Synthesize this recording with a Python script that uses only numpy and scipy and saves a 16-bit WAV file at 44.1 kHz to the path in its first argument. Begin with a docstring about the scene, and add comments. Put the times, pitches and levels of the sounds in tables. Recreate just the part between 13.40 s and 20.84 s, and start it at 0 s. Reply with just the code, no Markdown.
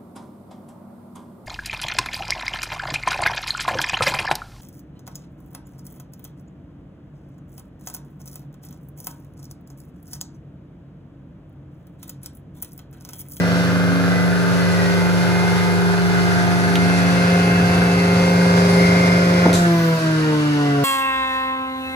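"""Juicer switched off in a tiled kitchen

A centrifugal juicer on a counter: sines at rotor multiples hum and whine, current pulses buzz, shaped noise
makes air and brushes hiss, a wandering sine is pulp on the sieve. Decaying sines set down a glass, noise
bursts snap the switch, the rotor coasts down. A hand-held microphone pair moves around the machine, through
the standing waves of the corner."""
import sys
import numpy as np
from scipy import signal
from scipy.fft import rfft, irfft, next_fast_len
from scipy.io import wavfile
from scipy.ndimage import map_coordinates

SR = 44100
rng = np.random.default_rng(int(sys.argv[2]) if len(sys.argv) > 2 else 0)


def generate_wav(signal):
    """Clip the signal to [-1, 1] and save it as 16-bit WAV at the path in sys.argv[1]."""
    frames = np.transpose(np.atleast_2d(signal))
    scaled = np.clip(frames, -1, 1) * 32767
    pcm = np.round(scaled).astype(np.int16)
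    wavfile.write(sys.argv[1], SR, pcm)


N = 328104
T = np.arange(N) / SR
OFF_S, MAINS_HZ = 6.138, 50
WHINE_ORDER, FAN_ORDER = 12, 15  # multiples of the rotor speed

# Recovery from the load of the last fruit; air drag halves the speed in COAST_S.
RUN_HZ, SAG_HZ, RECOVER_S, COAST_S = 176.15, 1.6, 0.95, 5.107


def rotor_speed():
    """Turns a second: sagging under load at first, steady, then coasting against air drag."""
    loaded_hz = RUN_HZ - SAG_HZ * np.exp(-T / RECOVER_S)
    return loaded_hz / (1 + np.maximum(T - OFF_S, 0) / COAST_S)


# Phase of the bass between the microphones. Each row: time in seconds, phase in radians.
HUM_SPREAD_RAD = [(0, 0.96), (.5, 1.64), (1.2, 1.77), (3.2, 1.76), (3.78, 0.73), (3.88, 0.16), (6, 0.071),
                  (7.44, 0.077)]
# Higher overtones. Each row: shaft order, level in dB at the spout, level in dB beside the housing,
# before shading and flutter.
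OVERTONES_DB = [(6, -50, -41), (7, -39.5, -43), (8, -41, -42), (9, -44.5, -52.5), (10, -65, -50),
                (11, -57, -43), (13, -61, -45.5), (14, -46, -42), (16, -80, -51), (19, -63, -48.5),
                (20, -67, -59), (24, -55, -49.5), (26, -57, -47), (27, -58, -65), (28, -54, -51),
                (36, -60, -51)]
# Low overtones among the standing waves. Each row: time in seconds, level in dB of orders 2, 3, 4 and 5,
# before flutter.
LOW_OVERTONES_DB = [(.2, -49, -38, -56, -46), (.7, -61, -46, -52, -46), (1.35, -43, -33.5, -39, -36.5),
                    (1.9, -34.5, -41, -37, -36), (2.6, -36.5, -50, -34.5, -39), (3.4, -34.5, -43, -32, -40),
                    (3.8, -39, -30, -31, -44), (4.4, -38, -31.5, -31, -38), (5.2, -49, -28, -37.5, -40),
                    (5.9, -31, -27.5, -35, -41), (6.25, -33, -32, -29, -48)]
# Commutator whine. Each row: time in seconds, level in dB before flutter.
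WHINE_DB = [(0, -43), (.8, -41), (1.1, -49), (1.5, -38), (2.28, -35), (2.38, -42), (3.2, -38), (3.42, -33),
            (5.3, -35), (5.42, -30), (5.62, -26.5), (5.76, -29.5), (5.86, -38)]
# Cooling fan whine. Each row: time in seconds, level in dB before flutter.
FAN_DB = [(0, -58), (2.7, -54), (3.3, -49), (3.5, -41), (4.2, -36.5), (4.9, -41), (5.15, -48), (5.6, -52)]
# Overtones with the power off. Each row: shaft order, level in dB before the corner's gain and fading.
COASTING_DB = [(2, -25.3), (3, -30.5), (4, -36), (5, -37.5), (6, -39), (7, -42), (10, -41), (11, -48),
               (12, -45.5), (14, -48), (17, -52), (20, -54), (36, -64)]
# Unbalance of the basket: level at the spout, gain beside the housing.
HUM_DB, HUM_NEAR_DB = -18.5, 4
# Microphone positions between which the overtones change balance.
SPOUT_EDGE, HOUSING_EDGE = 0.15, 0.33
# Shade close behind the jug: up to this position, at most this much.
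JUG_EDGE, JUG_DB = 0.1, -3
# Flutter among the reflections under power, and roughness towards FADE_HZ (shares 0-1).
SLOW_FLUTTER, FAST_FLUTTER, ROUGHNESS, FADE_HZ = .17, .3, .33, 1050


def overtone_levels(place):
    """Order and running level in dB of each overtone, commutator and fan tone."""
    beside = np.clip((place - SPOUT_EDGE) / (HOUSING_EDGE - SPOUT_EDGE), 0, 1)
    shade_db = JUG_DB * np.clip(1 - place / JUG_EDGE, 0, 1)
    levels = [(round(order), spout_db + (side_db - spout_db) * beside + shade_db)
              for order, spout_db, side_db in OVERTONES_DB]
    levels += list(enumerate(curves(LOW_OVERTONES_DB), 2))
    return levels + [(WHINE_ORDER, curves(WHINE_DB)[0]), (FAN_ORDER, curves(FAN_DB)[0])]


def shaft(angle, speed, power, place):
    """Unbalance, bearings, commutator and fan sound at whole multiples of the rotor speed."""
    hum_db = HUM_DB + HUM_NEAR_DB * place + (1 - power) * corner_db(speed)
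    out = amp(hum_db + 0.52 * wobble(14)) * tone(angle, curves(HUM_SPREAD_RAD)[0])
    grid_hz = np.geomspace(100, 12000, 4000)
    standing_db = corner_db(grid_hz)
    for order, db in overtone_levels(place):
        hz = order * speed
        height = np.minimum(order * RUN_HZ / FADE_HZ, 1) ** 4
        rough = ROUGHNESS * height * fading(130)
        flutter = 1.045 + SLOW_FLUTTER * fading(2.34) + FAST_FLUTTER * fading(22) + rough
        running = amp(db) * flutter
        # a high falling tone fades right out and in again
        coast_db = np.interp(order, *np.transpose(COASTING_DB)) + np.interp(hz, grid_hz, standing_db)
        fade = np.sqrt(1 - height ** 2) + height * fading(14)
        coasting = amp(coast_db) * fade * (1 + rough)
        gain = power * running + (1 - power) * coasting
        out += np.abs(gain) * tone(order * angle + np.angle(gain), apart(hz, place))
    return out


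# Standing waves of the corner that tones sweep through. Each row: centre in Hz, half width (1/e) in Hz,
# gain in dB.
CORNER = [(147.4, 13, -5.5), (161.5, 1.1, -7), (295, 22, 5.5), (325.4, 2.6, -15), (341, 4, 6), (423, 6, 5),
          (445.6, 3.5, -13), (460, 5, 5.5), (477, 7, -10), (493, 6, 6), (508, 6, -3), (563, 6, 5),
          (621, 5, -12), (636, 6, 6), (692, 47, 11), (800, 45, -14), (2040, 60, 4)]


def corner_db(hz):
    """Gain of a tone as its pitch passes the peaks and nodes of the corner."""
    return sum(db * np.exp(-((hz - centre) / half) ** 2) for centre, half, db in CORNER)


# Motor tones that stand out. Each row: shaft order, mains multiple, level in dB at the spout,
# level in dB beside the housing, before wobble.
MAGNETIC = [(0, 1, -52, -45), (0, 2, -31, -27.5), (1, -1, -37.5, -29.5), (1, 2, -28, -32),
            (2, 1, -35.5, -24.5), (2, 3, -36.5, -37.5), (4, -2, -36, -68), (12, -2, -48, -43),
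            (12, -1, -45, -56)]
# Weak sidebands: level at the spout, change beside the housing.
SIDEBAND_DB, SIDEBAND_NEAR_DB = -46, 8


def sidebands():
    """The motor tones that stand out, and an even bed of weak ones in between."""
    strong = {(round(order), round(multiple)): levels for order, multiple, *levels in MAGNETIC}
    weak = {(order, multiple): (SIDEBAND_DB, SIDEBAND_DB + SIDEBAND_NEAR_DB)
            for order in (0, 1, 2, 3) for multiple in (-2, -1, 1, 2, 3) if order or multiple > 1}
    return {**weak, **strong}.items()


# Buzz spectrum. Each row: frequency in Hz, relative gain in dB.
BUZZ = [(60, -22), (200, -6), (330, -1), (480, -2.5), (660, -1.5), (850, -4.5), (1150, -6), (1400, -8.5),
        (1900, -11), (2600, -17), (4500, -21), (9000, -32)]


def motor(angle, current, power, place):
    """Current pulses pull on the turning rotor: mains sidebands stand around the shaft orders."""
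    mains = 2 * np.pi * MAINS_HZ * T
    tones = np.zeros((2, N))
    for (order, multiple), (spout_db, side_db) in sidebands():
        phase = order * angle + multiple * mains
        db = spout_db + (side_db - spout_db) * place + (1.2 + .5 * order) * wobble(5)
        hz = np.gradient(phase) * SR / (2 * np.pi)
        tones += amp(db) * tone(phase, apart(hz, place))
    # the pull peaks once a turn; it meets every other current pulse, so the buzz throbs
    turn = np.linspace(0, 2 * np.pi, 1024)
    orders = np.arange(1, 40)[:, None]
    profile = np.sin(orders * turn + rng.normal(0, .45, orders.shape)).sum(0)
    # the steady part of the pull belongs to the plain shaft orders
    pulses = current - current.mean()
    pull = coloured(pulses * np.interp(angle % (2 * np.pi), turn, profile), BUZZ)
    # beside the housing the buzz is more nasal
    nasal = filtered(pull, lambda hz: resonance(hz, centre_hz=950, width_hz=500))
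    pull = pull + .9 * place * nasal
    # as the microphones drift, one set of reflections gives way to another
    drift = 1.27 * T + 0.83 * wobble(2.02)
    reflections = np.cos(drift) * kitchen(pull) + np.sin(drift) * kitchen(pull)
    buzz = unit(heard(pull, place, room_db=-12) + amp(-5) * unit(reflections))
    return power * (tones + amp(-30.3 + 3.2 * place) * buzz)


# Motor housing ringing near the commutator pitch. Each row: time in seconds, level in dB before wobble.
HOUSING_DB = [(0, -61), (2.6, -42), (3.4, -46), (5.22, -41), (5.4, -29.5), (5.7, -31.5), (5.85, -37),
              (6.1, -35.5), (6.4, -48), (7.44, -61)]


def housing(angle, current, power, place):
    """The motor housing rings near the commutator pitch; each current pulse makes the whine rasp in it."""
    ring = unit(ringing(centre_hz=2110, width_hz=400))
    rasp = unit((current - current.mean()) * np.sin(WHINE_ORDER * angle))
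    sound = heard(ring + amp(-7) * power * rasp, place, room_db=-4.5)
    return amp(curves(HOUSING_DB)[0] + 1.2 * wobble(23)) * sound


# Fan air spectrum. Each row: frequency in Hz, relative level in dB per Hz.
AIR = [(25, -20), (60, 1.5), (130, 7), (300, 2.5), (700, -3.5), (1300, -3.5), (2100, -8.5), (3000, -8.5),
       (5000, -9), (8000, -20), (15000, -29)]


def air(power, place):
    """Fan air: broad noise, a little weaker with the power off."""
    db = -31.6 + 2.4 * power + 1.6 * wobble(6)
    return amp(db) * heard(coloured(rng.standard_normal(N), AIR), place, room_db=7.5)


# Body rumble spectrum. Each row: frequency in Hz, relative level in dB per Hz.
RUMBLE = [(25, -35), (50, -12), (85, -3), (115, 12), (170, -33), (230, 0), (320, -2), (480, -4.5), (800, 1),
          (1600, -28)]


def rumble(power, place):
    """The shaking body: low noise, stronger beside the housing."""
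    db = -33 + 6 * place - 11 * (1 - power) + 0.81 * wobble(6.2)
    return amp(db) * heard(coloured(rng.standard_normal(N), RUMBLE), place, room_db=7.0)


# Noise ringing in the sieve basket. Each row: time in seconds, level in dB before wobble,
# side gain over mid in dB.
BASKET = [(0, -30, 1), (.3, -30.5, -11), (1.4, -32, -12.5), (2.4, -29, 2.5), (3.2, -27.5, 3.5),
          (5, -29, 8.5), (5.5, -26.5, 12), (6.2, -26, 10), (7.44, -33.5, 17)]


def sieve(angle, current, power, place):
    """The sieve basket rings as a noise resonance, pumped by the current pulses and the turn."""
    basket_db, width_db = curves(BASKET)
    pumping = 1 + .6 * power * current * (1 + np.sin(angle))
    ring = heard(ringing(centre_hz=1530, width_hz=450) * pumping, place, room_db=7)
    return widened(amp(basket_db + .6 * wobble(14) + 1.8 * wobble(55)) * ring, width_db)


# Brush hiss. Each row: time in seconds, level in dB before wobble.
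BRUSHES_DB = [(0, -47), (1.2, -36.5), (2.6, -35.5), (3.4, -32.5), (4.6, -33), (5.5, -30), (6.1, -36),
              (6.5, -34), (7.44, -40.5)]
# Brush hiss spectrum. Each row: frequency in Hz, relative level in dB per Hz.
HISS = [(900, 1), (2200, 0), (2700, -3), (3300, -3), (4600, 2), (5600, -3), (6400, -3.5), (8200, -9),
        (10500, -7), (14000, -36)]


def brushes(angle, current, power, place):
    """The brushes scrape harder once a turn and spark with each current pulse."""
    strength = 1 + 0.85 * np.sin(angle) + 0.43 * power * current * (1 + np.sin(angle))
    scrape = rng.standard_normal(N) * strength * amp(1.7 * wobble(150))
    db = curves(BRUSHES_DB)[0] + 0.41 * wobble(13.0) + 1.0 * wobble(40)
    return amp(db) * heard(coloured(scrape, HISS), place, room_db=13.0)


# Pulp chatter. Each row: time in seconds, level in dB.
CHATTER_DB = [(0, -35), (.15, -28), (.35, -31), (1.1, -30.5), (2.3, -32.5), (2.5, -29.5), (2.65, -34),
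              (3.3, -34), (4.1, -30.5), (4.85, -34), (5.02, -28.5), (5.2, -42), (6.5, -52)]
CHATTER_HZ, CHATTER_WANDER_HZ = 1540, 70


def chatter(place):
    """Pulp chatters on the sieve: a rattly squeal of restless pitch that comes in quick spurts."""
    hz = CHATTER_HZ + CHATTER_WANDER_HZ * wobble(85)
    spurts = amp(2 * wobble(18) + 3 * wobble(110))
    squeal = unit(spurts * np.sin(2 * np.pi * np.cumsum(hz) / SR))
    return amp(curves(CHATTER_DB)[0]) * widened(heard(squeal, place, room_db=-1), width_db=-4)


# Noise bands, narrow and wide: middle tones, a low bump, airy treble. Each row: peak time in seconds,
# half length (1/e) in seconds, centre in Hz, resonance width in Hz, peak level in dB.
SWELLS = [(.45, 0.21, 277, 51, -43), (0.703, 0.21, 708, 80, -34), (1.5, 2.6, 12500, 4500, -52),
          (4.1, 0.52, 2870, 500, -41), (4.222, 0.19, 95, 60, -24), (4.398, 2.9, 1068, 270, -40.5),
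          (5.552, 0.78, 5150, 400, -39.5), (6.43, 0.17, 13600, 450, -45), (7.102, 0.56, 2860, 603, -40),
          (1.375, 0.072, 1910, 50, -30), (2, 4.4, 10500, 350, -48), (6.657, .05, 1590, 90, -34),
          (7.355, .06, 1440, 70, -32)]


def swells(place):
    """Bands of noise, narrow and wide, that rise and fall once."""
    bands = sum(amp(db) * np.exp(-((T - s) / half_s) ** 2) * unit(ringing(hz, width_hz))
                for s, half_s, hz, width_hz, db in SWELLS)
    return bands.std() * heard(bands, place, room_db=7)


# Glass meets counter. Each row: time in seconds, relative level in dB.
KNOCKS = [(6.0552, -11.5), (6.0608, -4.5), (6.084, -13.5), (6.094, -21)]
# Modes of glass on counter top. Each row: frequency in Hz, relative level in dB, t60 in seconds.
COUNTER = [(112, -29, 0.15), (261, -3, 0.14), (314, -1, 0.06), (490, 4.5, 0.029), (620, 5.5, 0.026),
           (784, 1.5, 0.028), (900, -12, .04)]


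def glass():
    """The hand-damped glass lands on its rim, then flat, and thumps the counter."""
    out = np.zeros(N)
    for s, db in KNOCKS:
        start = round(s * SR)
        t = np.maximum(T - s, 0)[start:][:SR // 3]
        ring = sum(amp(level_db + rng.normal(0, 1) - 60 * t / t60) * np.sin(2 * np.pi * hz * t)
                   for hz, level_db, t60 in COUNTER)
        attack = 1 - np.exp(-t / .0009)
        out[start:][:len(t)] += amp(db - 4) * ring * attack
    return amp(1) * out + amp(-10) * kitchen(out)


# Switch rocks over, lands and rattles. Each row: time in seconds, level in dB, t60 in seconds,
# room level in dB relative to direct.
CLICKS = [(6.1297, -16, .026, 2), (6.1358, -22, .03, 5), (6.1405, -22.5, .04, 8), (6.1505, -24, .05, 8)]
# Click spectrum. Each row: frequency in Hz, relative level in dB per Hz.
SNAP = [(150, 19), (600, 11), (2000, -10), (3500, 7.5), (5000, 2), (7000, 6), (10000, -2.5), (15000, -10)]


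def clicks():
    """Hard plastic snaps: short bright bursts that the tiles throw back."""
    noise = coloured(rng.standard_normal(N), SNAP)
    direct, thrown = np.zeros(N), np.zeros(N)
    for s, db, t60, room_db in CLICKS:
        burst = noise * (T >= s) * amp(db - 60 * np.maximum(T - s, 0) / t60)
        direct += burst
        thrown += amp(room_db) * burst
    return direct + kitchen(thrown)


# Clack spectrum. Each row: frequency in Hz, relative level in dB per Hz.
PIP = [(1200, -18), (2200, 1), (3000, 0), (3900, 0), (4800, -11), (14000, -26)]
PIP_S, PIP_DB = 3.3548, -18.5  # level of the clack at its onset


def pip():
    """One dry tick of a pip flung against the basket: a bright crack and a short plastic clack."""
    t = np.maximum(T - PIP_S, 0)
    clack = coloured(rng.standard_normal(N), PIP) * amp(-60 * t / .045)
    crack = .5 * rng.standard_normal(N) * amp(-60 * t / .007)
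    tick = amp(PIP_DB) * (T > PIP_S) * (clack + crack)
    return tick + amp(-7) * kitchen(tick)


# Room decay. Each row: frequency in Hz, t60 in seconds.
KITCHEN_T60_S = [(150, 1), (1500, 0.59), (7000, 0.42), (14000, 0.56)]


def kitchen(x):
    """The tiled room's answer at both microphones; the bass is alike in both."""
    hz, t, z = signal.stft(rng.standard_normal((2, SR // 2)), SR, nperseg=256)
    z = z * amp(-60 * t / along(KITCHEN_T60_S, hz)[:, None])
    z[1] *= (np.hypot(hz, 170) / np.hypot(hz, 700))[:, None]
    mid, side = signal.istft(z, SR, nperseg=256)[1]
    tail = np.array([mid + side, mid - side])
    tail = tail / np.linalg.norm(tail[0])
    # steady sounds have already filled the room at the start
    running = np.pad(x, (SR // 2, 0), 'reflect')
    return signal.fftconvolve(running[None], tail, axes=1)[:, SR // 2:][:, :N]


# Depth of the microphones in a node of a low room mode. 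Each row: time in seconds, share 0-1.
NODE = [(0, 0), (.6, 0.04), (1.05, 0.85), (2.9, 1), (3.4, 0.1), (7.44, 0)]


def standing_wave(x):
    """Long waves reach both microphones alike, but differ in phase near the spout and astride a node."""
    mid, side = mid_side(x)

    def band(centre_hz, width_hz, turn):
        return filtered(mid, lambda hz: turn * np.abs(resonance(hz, centre_hz, width_hz)) ** 2)

    node, spread = curves(NODE)[0], curves(HUM_SPREAD_RAD)[0]
    side = filtered(side, lambda hz: (hz ** 2 + 200 ** 2) / (hz ** 2 + 400 ** 2))
    # turn=1j: a quarter cycle apart from mid
    side = side + amp(-1.5) * np.sin(spread / 2) * band(centre_hz=90, width_hz=62, turn=1j)
    side = side + amp(0.5) * node * band(centre_hz=282, width_hz=38, turn=1j)
    mid = mid - node * band(centre_hz=240.6, width_hz=86, turn=1)
    return np.array([mid + side, mid - side])


# Sliding dip between the reflections. 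Each row: time in seconds, centre in Hz, depth in dB.
HOLLOW = [(0, 850, 3.5), (1, 835, 5), (1.7, 700, 0), (2.6, 540, 8), (3.5, 550, 2), (4.6, 560, 3),
          (5.4, 825, 1), (6.1, 814, 6)]
HOLLOW_OCTAVES = 0.4  # 1/e reach


def hollowed(x):
    """A sliding dip in the middle band, with a gentler hump half an octave to either side."""
    hz, t, z = signal.stft(x, SR, nperseg=1024)
    s, dip_hz, depth_db = np.transpose(HOLLOW)
    octaves = np.log2((hz[:, None] + 1) / np.interp(t, s, dip_hz))
    shape = np.cos(2 * np.pi * octaves) * np.exp(-(octaves / HOLLOW_OCTAVES) ** 2)
    db = -np.interp(t, s, depth_db) * shape
    return signal.istft(z * amp(db), SR, nperseg=1024)[1][:, :N]


def lead(place):
    """Seconds by which sound from the machine reaches the left microphone first."""
    return np.interp(place, [.1, .5], [.00023, .00046])


def heard(x, place, room_db):
    """Direct sound, earlier on the left, plus the room; rms 1."""
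    shift = lead(place) * SR / 2
    direct = np.array([map_coordinates(x, [np.arange(N) + sign * shift], order=3) for sign in (1, -1)])
    return unit(direct + amp(room_db) * kitchen(x))


def apart(hz, place):
    """Phase of a tone between the microphones: grows with pitch until the room's standing waves take over."""
    travel = np.minimum(np.pi * hz * lead(place) * 1.3, 1.3)
    return (travel + .35 * wobble(2)) * hz ** 2 / (hz ** 2 + 250 ** 2)


def tone(phase, spread):
    """A sine of rms 1 whose phase differs between the microphones."""
    both = np.array([spread, -spread]) / 2
    return np.sqrt(2) * np.sin(phase + rng.uniform(0, 2 * np.pi) + both)


def fading(rate):
    """Complex gain of power 1 of many reflections that shift against each other."""
    return unit(wobble(rate)) / np.sqrt(2) + 1j * unit(wobble(rate)) / np.sqrt(2)


def mid_side(x):
    """What the two microphones share, and how they differ."""
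    return (x[0] + x[1]) / 2, (x[0] - x[1]) / 2


def widened(x, width_db):
    """Stereo x with its side raised over its mid, at about the same power."""
    mid, side = mid_side(x)
    gain = amp(width_db)
    return np.array([mid + gain * side, mid - gain * side]) * np.sqrt(2 / (1 + gain ** 2))


def resonance(hz, centre_hz, width_hz):
    """Response of one resonance, 1 at its centre."""
    return 1j * hz * width_hz / (centre_hz ** 2 - hz * hz + 1j * hz * width_hz)


def ringing(centre_hz, width_hz):
    """Noise through one resonance twice, for steep sides."""
    return filtered(rng.standard_normal(N), lambda hz: resonance(hz, centre_hz, width_hz) ** 2)


def coloured(x, spectrum):
    """x times the given spectrum, at rms 1."""
    return unit(filtered(x, lambda hz: amp(along(spectrum, hz))))


def filtered(x, response):
    """x times a response of frequency."""
    size = next_fast_len(N + SR // 2)
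    return irfft(rfft(x, size) * response(np.fft.rfftfreq(size, 1 / SR)), size)[..., :N]


def wobble(rate):
    """A smooth random curve, rate knots a second."""
    coarse = T[::100]
    knots = rng.standard_normal(int(T[-1] * rate) + 4)
    return np.interp(T, coarse, map_coordinates(knots, [coarse * rate]))


def curves(rows):
    """One value per sample for each column after the time."""
    s, *cols = np.transpose(rows)
    return [np.interp(T, s, c) for c in cols]


def along(points, hz):
    """(Hz, value) points interpolated on a log axis."""
    f, v = np.transpose(points)
    return np.interp(np.log(hz + 1), np.log(f + 1), v)


def amp(db):
    """Amplitude factor of a level in dB."""
    return 10 ** (np.asarray(db) / 20)


def unit(x):
    """x at rms 1."""
    return x / np.sqrt(np.mean(x ** 2) + 1e-20)


# Microphone position. Each row: time in seconds, position from 0 at the spout to 1 beside the housing.
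PLACE = [(0, 0.013), (1.2, 0.21), (2.6, 0.15), (3.7, 0.33), (4.7, 0.56), (5.4, 0.97), (6.1, 0.54)]


def scene():
    """One rotor angle, power decay and current pulse train drive the machine; glass, switch and pip join."""
    speed, place = rotor_speed(), curves(PLACE)[0]
    angle = 2 * np.pi * np.cumsum(speed + 0.061 * wobble(10)) / SR
    power = np.exp(-np.maximum(T - OFF_S, 0) / 0.079)
    # on low speed the motor draws one short pulse of current per mains cycle
    current = np.exp(6 * (np.cos(2 * np.pi * MAINS_HZ * T) - 1))
    drive = angle, current, power, place
    rushing = air(power, place) + rumble(power, place) + sieve(*drive) + brushes(*drive)
    drone = hollowed(standing_wave(motor(*drive) + rushing))
    rattles = chatter(place) + housing(*drive) + swells(place)
    return shaft(angle, speed, power, place) + drone + rattles + glass() + clicks() + pip()


# Stereo width of the microphone pair. 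Each row: frequency in Hz, side gain over mid in dB.
PAIR_WIDTH_DB = [(1900, 0), (2500, -1), (3250, 4), (4250, -2.5), (5200, 2.5), (6000, -3.5), (7200, 0),
                 (8000, 1.5)]
TOP_HZ = 14600


def record(dry):
    """The pair colours the width, sheds the deepest bass, rounds high peaks and passes nothing above TOP_HZ."""
    width_db = along(PAIR_WIDTH_DB, np.fft.rfftfreq(N, 1 / SR))
    pair = irfft(widened(rfft(dry), width_db), N)
    thin = filtered(pair, lambda hz: hz ** 3 / (hz ** 3 + 42 ** 3))
    rounded = thin / (1 + np.abs(thin / .92) ** 8) ** (1 / 8)
    return filtered(rounded, lambda hz: hz < TOP_HZ)


dry = scene()
out = record(dry)
generate_wav(out)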